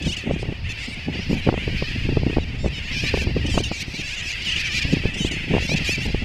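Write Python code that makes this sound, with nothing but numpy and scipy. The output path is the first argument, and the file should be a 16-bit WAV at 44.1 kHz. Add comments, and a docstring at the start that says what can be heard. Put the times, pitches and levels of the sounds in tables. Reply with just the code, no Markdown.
"""An open seabird colony in gusty wind, heard by one microphone.
Terns fly past with clean, buzzy, gliding calls: pulse trains and breath through a throat and bill filter.
Behind them is the dense chatter of the far colony and of birds overhead: crowds of gliding pulse trains.
The wind is filtered noise, a rumble and a lumpy flutter on the microphone port, bursting into short puffs.
A faint steady hiss of sea and open ground lies beneath."""
import sys
import numpy as np
from scipy import signal
from scipy.fft import rfft, irfft, next_fast_len
from scipy.io import wavfile
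from scipy.ndimage import uniform_filter1d, map_coordinates

SR = 44100
rng = np.random.default_rng(int(sys.argv[2]) if len(sys.argv) > 2 else 0)


def dump_mix(stems):
    """Bounce the given channels to the path in sys.argv[1] as a 16-bit WAV at rate SR."""
    frames = np.atleast_2d(stems).T  # one column per channel
    limited = np.clip(frames, -1, 1)  # hard clip at full scale
    pcm = np.round(limited * 32767).astype(np.int16)
    wavfile.write(sys.argv[1], SR, pcm)


def ratio_of_db(decibels):
    """Turn decibels (scalar or array-like) into linear amplitude factors; 0 dB maps to 1."""
    return 10 ** (np.asarray(decibels, float) / 20)


N = 275184  # samples

# Colony levels. Each row: time in seconds, far chatter in dB, birds overhead in dB.
COLONY_LEVELS = [(0.0, -35.5, -41), (0.24, -35, -49), (0.56, -40.5, -54.5), (0.84, -34, -43.5),
                 (1.54, -35, -47), (1.8, -31, -38.5), (2.54, -38.5, -50), (2.88, -32, -47),
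                 (3.02, -30, -39), (3.34, -34, -43), (3.56, -34, -45), (3.88, -36.5, -47.5),
                 (4.74, -27, -36.5), (5.08, -30.5, -40.5), (5.24, -32.5, -73), (5.38, -31.5, -46),
                 (5.88, -28.5, -38), (6.22, -36.5, -47)]
# Far chatter spectrum. Each row: frequency in Hz, relative gain in dB.
FAR_SPECTRUM = [(900, -21.5), (1400, -17), (1950, -2), (2750, 1.5), (3500, -9.5), (5000, -40.5),
                (6000, -23), (9000, -35.5), (15800, -50)]
# Overhead birds spectrum. Each row: frequency in Hz, relative gain in dB.
OVERHEAD_SPECTRUM = [(2600, -36), (3600, -4), (4700, 2.5), (5400, -4), (6100, -20), (8000, -48),
                     (11000, -36), (15800, -28)]
# Wind levels. Each row: time in seconds, rumble in dB, flutter over rumble in dB.
WIND_LEVELS = [(0.0, -40, -2), (0.07, -25, 1.5), (0.24, -41.5, -3.5), (0.29, -27, 1.5), (0.52, -29.5, 1),
               (0.54, -37.5, -1), (0.64, -28, -33), (0.76, -38, 1.5), (0.9, -34.5, 0.5), (2.15, -23, -4.5),
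               (2.59, -28.5, -4.5), (2.64, -19, -11), (2.76, -33, -9), (3.53, -22.5, -0.5),
               (3.82, -39, -2.5), (4.69, -34.5, -4), (4.97, -31, 3), (6.24, -28, -4)]
# Rumble spectrum. Each row: frequency in Hz, relative gain in dB.
RUMBLE_SPECTRUM = [(15, 4.5), (30, -6), (70, -0.5), (130, -5.5), (250, -26), (600, -75)]
# Flutter spectrum. Each row: frequency in Hz, relative gain in dB.
FLUTTER_SPECTRUM = [(70, -56), (140, 4), (250, -0.5), (450, -13.5), (900, -24.5), (1600, -102)]
# Tern throat resonance. Each row: frequency in Hz, gain in dB.
THROAT_GAIN = [(700, -9), (1500, -26), (2400, 19.5), (3300, 8), (4200, 7), (5200, 7.5), (6800, -1.5),
               (9000, -14), (12000, -20.5), (16000, -37)]
# Full call up to a catch of the voice. Each row: time from the catch in seconds before slowing,
# pitch in Hz before scaling to the top pitch, level in dB relative to the call.
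CALL_BEFORE_CATCH = [(-.175, 740, -40), (-.15, 726, 1), (-.13, 840, -8.5), (-.115, 925, 0.5),
                     (-.098, 810, 0.5), (-.062, 760, 2.5), (-.043, 855, -0.5), (-.028, 966, 4),
                     (-.008, 1130, -0.5), (0, 1220, 2)]
# Full call after the catch. Each row: time, pitch and level, as in CALL_BEFORE_CATCH.
CALL_AFTER_CATCH = [(.015, 1010, -12), (0.023, 1050, 6), (0.035, 890, 0.5), (0.05, 960, 1),
                    (0.07, 880, -7.5), (0.079, 848, -1)]
# Full calls. Each row: catch in seconds, slowness as a factor, top pitch in Hz, level in dB,
# open-bill resonance in Hz, its lift in dB.
FULL_CALLS = [(.15, 0.83, 1155, -40.5, 3300, 3), (3.616, 1.001, 1212, -39, 3500, 2),
              (4.545, 0.81, 1145, -41, 2770, 7.5), (5.293, 0.99, 1158, -39.5, 3220, 2)]
# Single notes, each one smooth bend. Each row: start in seconds, length in seconds, first pitch in Hz,
# middle pitch in Hz, last pitch in Hz, level in dB, bill resonance in Hz, its lift in dB.
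SINGLE_NOTES = [(0.2, .033, 980, 960, 850, -50, 11700, 23), (.312, 0.042, 755, 802, 790, -49, 8060, 13),
                (0.386, 0.045, 720, 860, 704, -45.5, 8800, 12),
                (0.687, 0.04, 785, 890, 783, -38, 4120, 2.5), (0.779, 0.067, 663, 710, 785, -43.5, 8500, 8),
                (0.831, 0.037, 778, 670, 603, -43, 8340, 13), (0.874, .04, 623, 682, 640, -48, 8500, 19),
                (0.912, 0.037, 736, 786, 706, -46, 9000, 27), (1.145, 0.079, 774, 797, 856, -55, 4930, 16),
                (1.2, 0.052, 800, 613, 716, -51.5, 5160, 12),
                (1.289, 0.065, 697, 750, 968, -42.5, 9000, -4),
                (1.359, 0.046, 912, 811, 777, -43, 11800, 20), (1.414, .047, 780, 795, 746, -50.5, 4200, 9),
                (2.396, 0.049, 860, 980, 820, -48.5, 3780, 9), (2.579, 0.11, 846, 914, 796, -46.5, 7600, 9),
                (2.725, 0.07, 800, 737, 744, -42, 3020, 8), (2.821, 0.076, 790, 932, 875, -53, 7050, 14),
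                (2.914, 0.039, 629, 653, 720, -41.5, 4800, 10),
                (2.941, 0.073, 643, 590, 727, -37, 4800, 5.5), (3.012, 0.069, 692, 744, 816, -36, 4500, 2),
                (3.065, 0.035, 800, 844, 797, -35, 4230, 6), (3.136, 0.091, 587, 521, 677, -39.5, 4500, -1),
                (3.198, 0.045, 683, 680, 656, -39.5, 4500, -3),
                (3.714, 0.092, 548, 451, 587, -39, 7000, 5.5), (3.799, 0.031, 577, 673, 773, -32, 7000, -1),
                (3.859, 0.074, 530, 520, 497, -45.5, 7000, -1), (3.934, 0.037, 549, 578, 580, -38, 4530, 4),
                (3.965, .057, 576, 527, 587, -37.5, 4500, 4), (4.027, 0.13, 689, 701, 1013, -39, 7500, 4.5),
                (4.159, 0.057, 808, 693, 826, -39, 6900, 7), (4.217, 0.046, 793, 860, 766, -41, 6000, 2),
                (5.802, 0.038, 580, 600, 630, -47, 5000, -4), (5.969, .04, 690, 650, 663, -47, 6000, 3),
                (4.255, 0.067, 660, 685, 883, -35.5, 6500, 3), (4.308, 0.033, 885, 696, 673, -41, 6500, 6),
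                (4.352, 0.073, 822, 930, 846, -48, 9700, 14), (4.438, 0.039, 676, 760, 740, -41, 11500, 21),
                (4.588, 0.032, 632, 670, 800, -34, 6000, 0), (4.537, .055, 620, 583, 638, -41, 6500, 3),
                (4.466, 0.063, 563, 520, 640, -41, 5000, 7), (4.686, .045, 604, 560, 600, -42, 5500, 5),
                (4.741, 0.053, 760, 820, 713, -33, 5500, 4), (4.856, .06, 602, 650, 585, -43, 6000, 0),
                (3.996, 0.034, 700, 822, 750, -48, 12500, 10), (4.91, 0.033, 639, 672, 620, -36, 7000, 3),
                (5.335, 0.043, 881, 940, 860, -59, 13050, 20), (4.642, 0.041, 717, 664, 650, -38, 5660, 7),
                (4.714, 0.089, 500.5, 602, 692, -34, 5440, 3.5),
                (4.814, 0.021, 627, 609, 543, -30.5, 2200, 6), (5.602, 0.07, 629, 677, 690, -36, 4800, 0),
                (5.674, 0.072, 702, 799, 886, -32.5, 4700, 4.5),
                (5.757, 0.03, 772, 647, 635, -33.5, 5500, 7), (5.843, 0.097, 639, 807, 886, -30, 3000, -1),
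                (5.937, 0.027, 856, 795, 777, -33.5, 3020, 2), (6.002, .07, 661, 725, 890, -38, 4400, -1),
                (6.072, 0.058, 863, 800, 860, -46, 4400, 5.5)]
# Wind puffs. Each row: centre in seconds, level in dB, swing pitch in Hz.
PUFF_EVENTS = [(0.074, -17, 230), (0.297, -12, 300), (0.311, -11, 520), (0.363, -18.5, 302),
               (0.43, -15, 353), (0.49, -18, 286), (0.526, -20, 340), (1.192, -19, 368),
               (1.312, -11.5, 280), (1.331, -12.5, 303), (1.474, -7.5, 388), (1.49, -1.5, 445),
               (1.527, -12, 424), (1.542, -14, 596), (1.578, -17.5, 480), (1.679, -12.5, 342),
               (1.825, -11, 372), (2.091, -12, 340), (2.172, -7, 373), (2.234, -16.5, 406),
               (2.267, -10.5, 303), (2.3, -13, 332), (2.37, -4.5, 374), (2.384, -10.5, 460),
               (2.646, -10.5, 393), (2.661, -9.5, 380), (3.039, -16, 340), (3.141, -7, 460),
               (3.175, -13.5, 354), (3.223, -19, 354), (3.272, -12, 286), (3.366, -9, 320),
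               (3.544, -13, 320), (3.578, -3.5, 598), (3.605, -13.5, 366), (3.716, -12.5, 416),
               (3.883, -22, 280), (4.852, -16.5, 272), (4.97, -14.5, 297), (5.056, -9, 312.7),
               (5.248, -12.5, 318), (5.54, -6, 368), (5.551, -8.5, 390), (5.567, -8, 466),
               (5.582, -14, 590), (5.694, -15.5, 477), (5.719, -12, 410), (5.893, -17, 330),
               (6.147, -13, 374)]

NOTE_ONSET_DROP_DB, NOTE_END_DROP_DB = 6, -1  # under the middle; negative is above it
DULL_DB_PER_KHZ, DULL_DB_PER_KHZ_PER_LIFT_DB = -0.7, 0.11  # treble loss, growing with bill lift
STRETCHED_LOSS_DB_PER_KHZ = 1.4  # extra loss of a stretched throat above 9 kHz
BREATH_RATIO_FULL, BREATH_RATIO_NOTE = 0.2, 0.25  # noise rms over pulse rms
THROAT_STRETCH_FULL = 1.17  # frequency factor
QUAVER_RATIO = 0.012  # pitch waver
ECHO_GAIN, ECHO_DRIFT_PER_S = 0.6, 5  # ground echo; scale of its random lag drift
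NEARBY_SPREAD_S, NEARBY_DB, NEARBY_HZ = 0.04, -12.5, 340  # second puff: time spread, mean relative level, median pitch
BAND_LIMIT_HZ = 15750


def unit(x):
    """Scale to rms 1."""
    return x / np.sqrt(np.mean(x ** 2) + 1e-20)


def along(points, hz):
    """Gain in dB from (Hz, dB) points on a log frequency axis, -90 dB outside."""
    point_hz, point_db = np.transpose(points)
    return np.interp(np.log(hz + 1), np.log(point_hz + 1), point_db, left=-90, right=-90)


def curves(rows):
    """One value per sample for each column after the time."""
    time_s, *columns = np.transpose(rows)
    return [np.interp(np.arange(N) / SR, time_s, column) for column in columns]


def wobble(rate_hz):
    """Smooth random curve with rate_hz knots a second."""
    grid = np.arange(0, N + 32, 32)
    coarse = map_coordinates(rng.standard_normal(N // 200), [grid * rate_hz / SR])
    return np.interp(np.arange(N), grid, coarse)


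def coloured(x, db_of_hz):
    """Filter x by a gain in dB over frequency."""
    size = next_fast_len(len(x) + 4096)
    gain = ratio_of_db(db_of_hz(np.fft.rfftfreq(size, 1 / SR)))
    return irfft(rfft(x, size) * gain, size)[:len(x)]


def syrinx(hz):
    """Voice source: one sharp pulse a cycle, all overtones equally strong, rms 1."""
    overtones = int(20000 / hz.max())
    half_phase = np.pi * (np.cumsum(hz) / SR % 1) + 1e-7  # offset avoids 0/0
    pulses = np.sin((2 * overtones + 1) * half_phase) / np.sin(half_phase) - 1
    return pulses / np.sqrt(2 * overtones)


def flock(count, pitch_hz, glide, quiet, blur_db):
    """Birds that call on and off in short gliding syllables; the farthest blur into a hiss."""
    crowd = np.zeros(N)
    for _ in range(count):
        hz = pitch_hz * np.exp(glide * np.tanh(wobble(14)) + 0.087 * wobble(36))
        calling = np.clip(10.6 * (wobble(18) - quiet), 0, 1)
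        crowd += syrinx(hz) * calling * ratio_of_db(3.1 * wobble(4.6))
    return unit(crowd) + ratio_of_db(blur_db) * rng.standard_normal(N)


def colony():
    """The far ground colony is dense and dull; the birds overhead keep more treble."""
    far_db, overhead_db = curves(COLONY_LEVELS)
    far = flock(count=13, pitch_hz=760, glide=0.2, quiet=0.3, blur_db=-8)
    overhead = flock(count=12, pitch_hz=740, glide=0.2, quiet=0.4, blur_db=-12)
    far = unit(coloured(far, lambda f: along(FAR_SPECTRUM, f)))
    overhead = unit(coloured(overhead, lambda f: along(OVERHEAD_SPECTRUM, f)))
    return ratio_of_db(far_db) * far + ratio_of_db(overhead_db) * overhead


def wind():
    """Pressure swings on the port: a deep rumble, and a lumpy flutter that follows the gusts."""
    rumble_db, flutter_over_rumble_db = curves(WIND_LEVELS)
    swell = wobble(12)
    rumble = rng.standard_normal(N) * ratio_of_db(1.27 * swell)
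    rumble = unit(coloured(rumble, lambda f: along(RUMBLE_SPECTRUM, f)))
    lumps = ratio_of_db(4.04 * swell + 7.76 * wobble(70))
    flutter = rng.standard_normal(N) * lumps
    flutter = unit(coloured(flutter, lambda f: along(FLUTTER_SPECTRUM, f)))
    return ratio_of_db(rumble_db) * (rumble + ratio_of_db(flutter_over_rumble_db) * flutter)


def air():
    """Faint steady hiss of sea and open ground: noise that falls off above 900 Hz."""
    hiss = coloured(rng.standard_normal(N), lambda f: -18 * np.log10(1 + (f / 900) ** 2))
    return ratio_of_db(-48.5) * unit(hiss)


def syllables():
    """Each near syllable: time, pitch and level curves, breath ratio, throat stretch, bill resonance."""
    for catch_s, slowness, top_hz, db, *bill in FULL_CALLS:
        for part in (CALL_BEFORE_CATCH, CALL_AFTER_CATCH):
            s, hz, relative_db = np.transpose(part)
            pitch_hz = hz * top_hz / CALL_BEFORE_CATCH[-1][1]
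            level_db = db + relative_db
            yield catch_s + slowness * s, pitch_hz, level_db, BREATH_RATIO_FULL, THROAT_STRETCH_FULL, bill
    u = np.linspace(-1, 1, num=9)  # note position, start to end
    for start_s, length_s, first_hz, middle_hz, last_hz, db, *bill in SINGLE_NOTES:
        slope, bow = (last_hz - first_hz) / 2, (first_hz + last_hz) / 2 - middle_hz
        pitch_hz = middle_hz + u * slope + u ** 2 * bow
        level_db = db - u ** 2 * np.where(u < 0, NOTE_ONSET_DROP_DB, NOTE_END_DROP_DB)
        yield start_s + length_s * (u + 1) / 2, pitch_hz, level_db, BREATH_RATIO_NOTE, 1, bill


def terns(jitter=0.002, effort=0.45):
    """Near calls: pulses and breath with a ground echo, through throat and bill; louder is brighter."""
    out = np.zeros(N + SR)
    shake = wobble(150) * jitter + wobble(40) * QUAVER_RATIO
    breath = rng.standard_normal(N)
    for s, hz, db, breath_ratio, stretch, (bill_hz, bill_db) in syllables():
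        i = np.arange(round(s[0] * SR), round(s[-1] * SR))
        t = i / SR
        pitch_hz = uniform_filter1d(np.interp(t, s, hz), size=260)
        level_db = np.interp(t, s, db)
        voice = syrinx(pitch_hz * (1 + shake[i])) + breath_ratio * breath[i]

        # The echo lag drifts as the bird flies.
        mid_lag_s = rng.uniform(0.00026, 0.000601)
        drift = np.exp(ECHO_DRIFT_PER_S * rng.standard_normal() * (t - t.mean()))
        late = mid_lag_s * SR * drift
        voice = voice + ECHO_GAIN * map_coordinates(voice, [np.arange(len(t)) - late])

        dull = DULL_DB_PER_KHZ + DULL_DB_PER_KHZ_PER_LIFT_DB * bill_db

        def tract_db(f):
            throat = along(THROAT_GAIN, f / stretch) - dull * (f - 4500) / 1000
            bill = bill_db * np.exp(-(np.log((f + 1) / bill_hz) / 0.2) ** 2)
            loss = (stretch > 1) * STRETCHED_LOSS_DB_PER_KHZ * np.maximum(f - 9000, 0) / 1000
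            return throat + bill - loss

        voice = coloured(voice, tract_db)
        treble = coloured(voice, lambda f: -10 * np.log10(1 + (6500 / (f + 1)) ** 4))
        voice += treble * (ratio_of_db(effort * (level_db - db.max())) - 1)
        fade = np.clip(np.minimum((t - s[0]) / 0.0025, (s[-1] - t) / 0.003), 0, 1)
        out[i] += voice * fade * ratio_of_db(level_db)
    return out[:N]


def eddies():
    """The listed puffs, and a second puff, on average weaker, shortly before or after each listed one."""
    s, db, _ = np.transpose(PUFF_EVENTS)
    r = rng.standard_normal((len(PUFF_EVENTS), 3))
    nearby_s = np.abs(s + NEARBY_SPREAD_S * r[:, 0])
    nearby_db = db + NEARBY_DB + 3 * r[:, 1]
    nearby_hz = NEARBY_HZ * np.exp(0.053 * r[:, 2])
    return PUFF_EVENTS + list(zip(nearby_s, nearby_db, nearby_hz))


def puffs(decay_cycles=0.57, ragged=0.57, sharpen=0.14):
    """An eddy bursts on the port: one or two quick swings with a ragged skirt, brighter when strong."""
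    half = SR // 20
    out = np.zeros(N + SR)
    t = np.arange(-half, half) / SR
    for s, db, hz in eddies():
        swing = np.cos(2 * np.pi * (hz * t + rng.random()))
        swing *= np.exp(-np.abs(t * hz / decay_cycles) * np.where(t < 0, 2, 1))
        # slower body of the eddy
        push = 0.5 * np.cos(2 * np.pi * (0.38 * hz * t + rng.random())) * np.exp(-(t * hz / 1.18) ** 2)
        corner_hz = 1.105 * hz * ratio_of_db(sharpen * (db + 15.5))
        skirt = coloured(rng.standard_normal(2 * half), lambda f: -30 * np.log10(1 + (f / corner_hz) ** 2))
        skirt = unit(skirt) * np.exp(-np.abs(t * hz) / np.where(t < 0, 1.1, 1.9))
        out[round(s * SR):][:2 * half] += ratio_of_db(db) * (swing + push + ragged * skirt)
    return out[half:][:N]


def scene():
    """One microphone feeds both channels."""
    mono = terns() + colony() + wind() + puffs() + air()
    return np.array([mono, mono])


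def top_cut(x):
    """Nothing passes above the cut-off."""
    return signal.sosfilt(signal.butter(12, 15710, fs=SR, output="sos"), x)


def record(dry):
    """The strongest puffs flatten in the input stage; a filter takes 120 dB off above the band limit."""
    flattened = dry / (1 + np.abs(dry / 0.74) ** 6) ** (1 / 6)
    mix = np.array([coloured(channel, lambda f: -120 * (f > BAND_LIMIT_HZ)) for channel in flattened])
    return top_cut(mix)


dry = scene()
out = record(dry)
dump_mix(out)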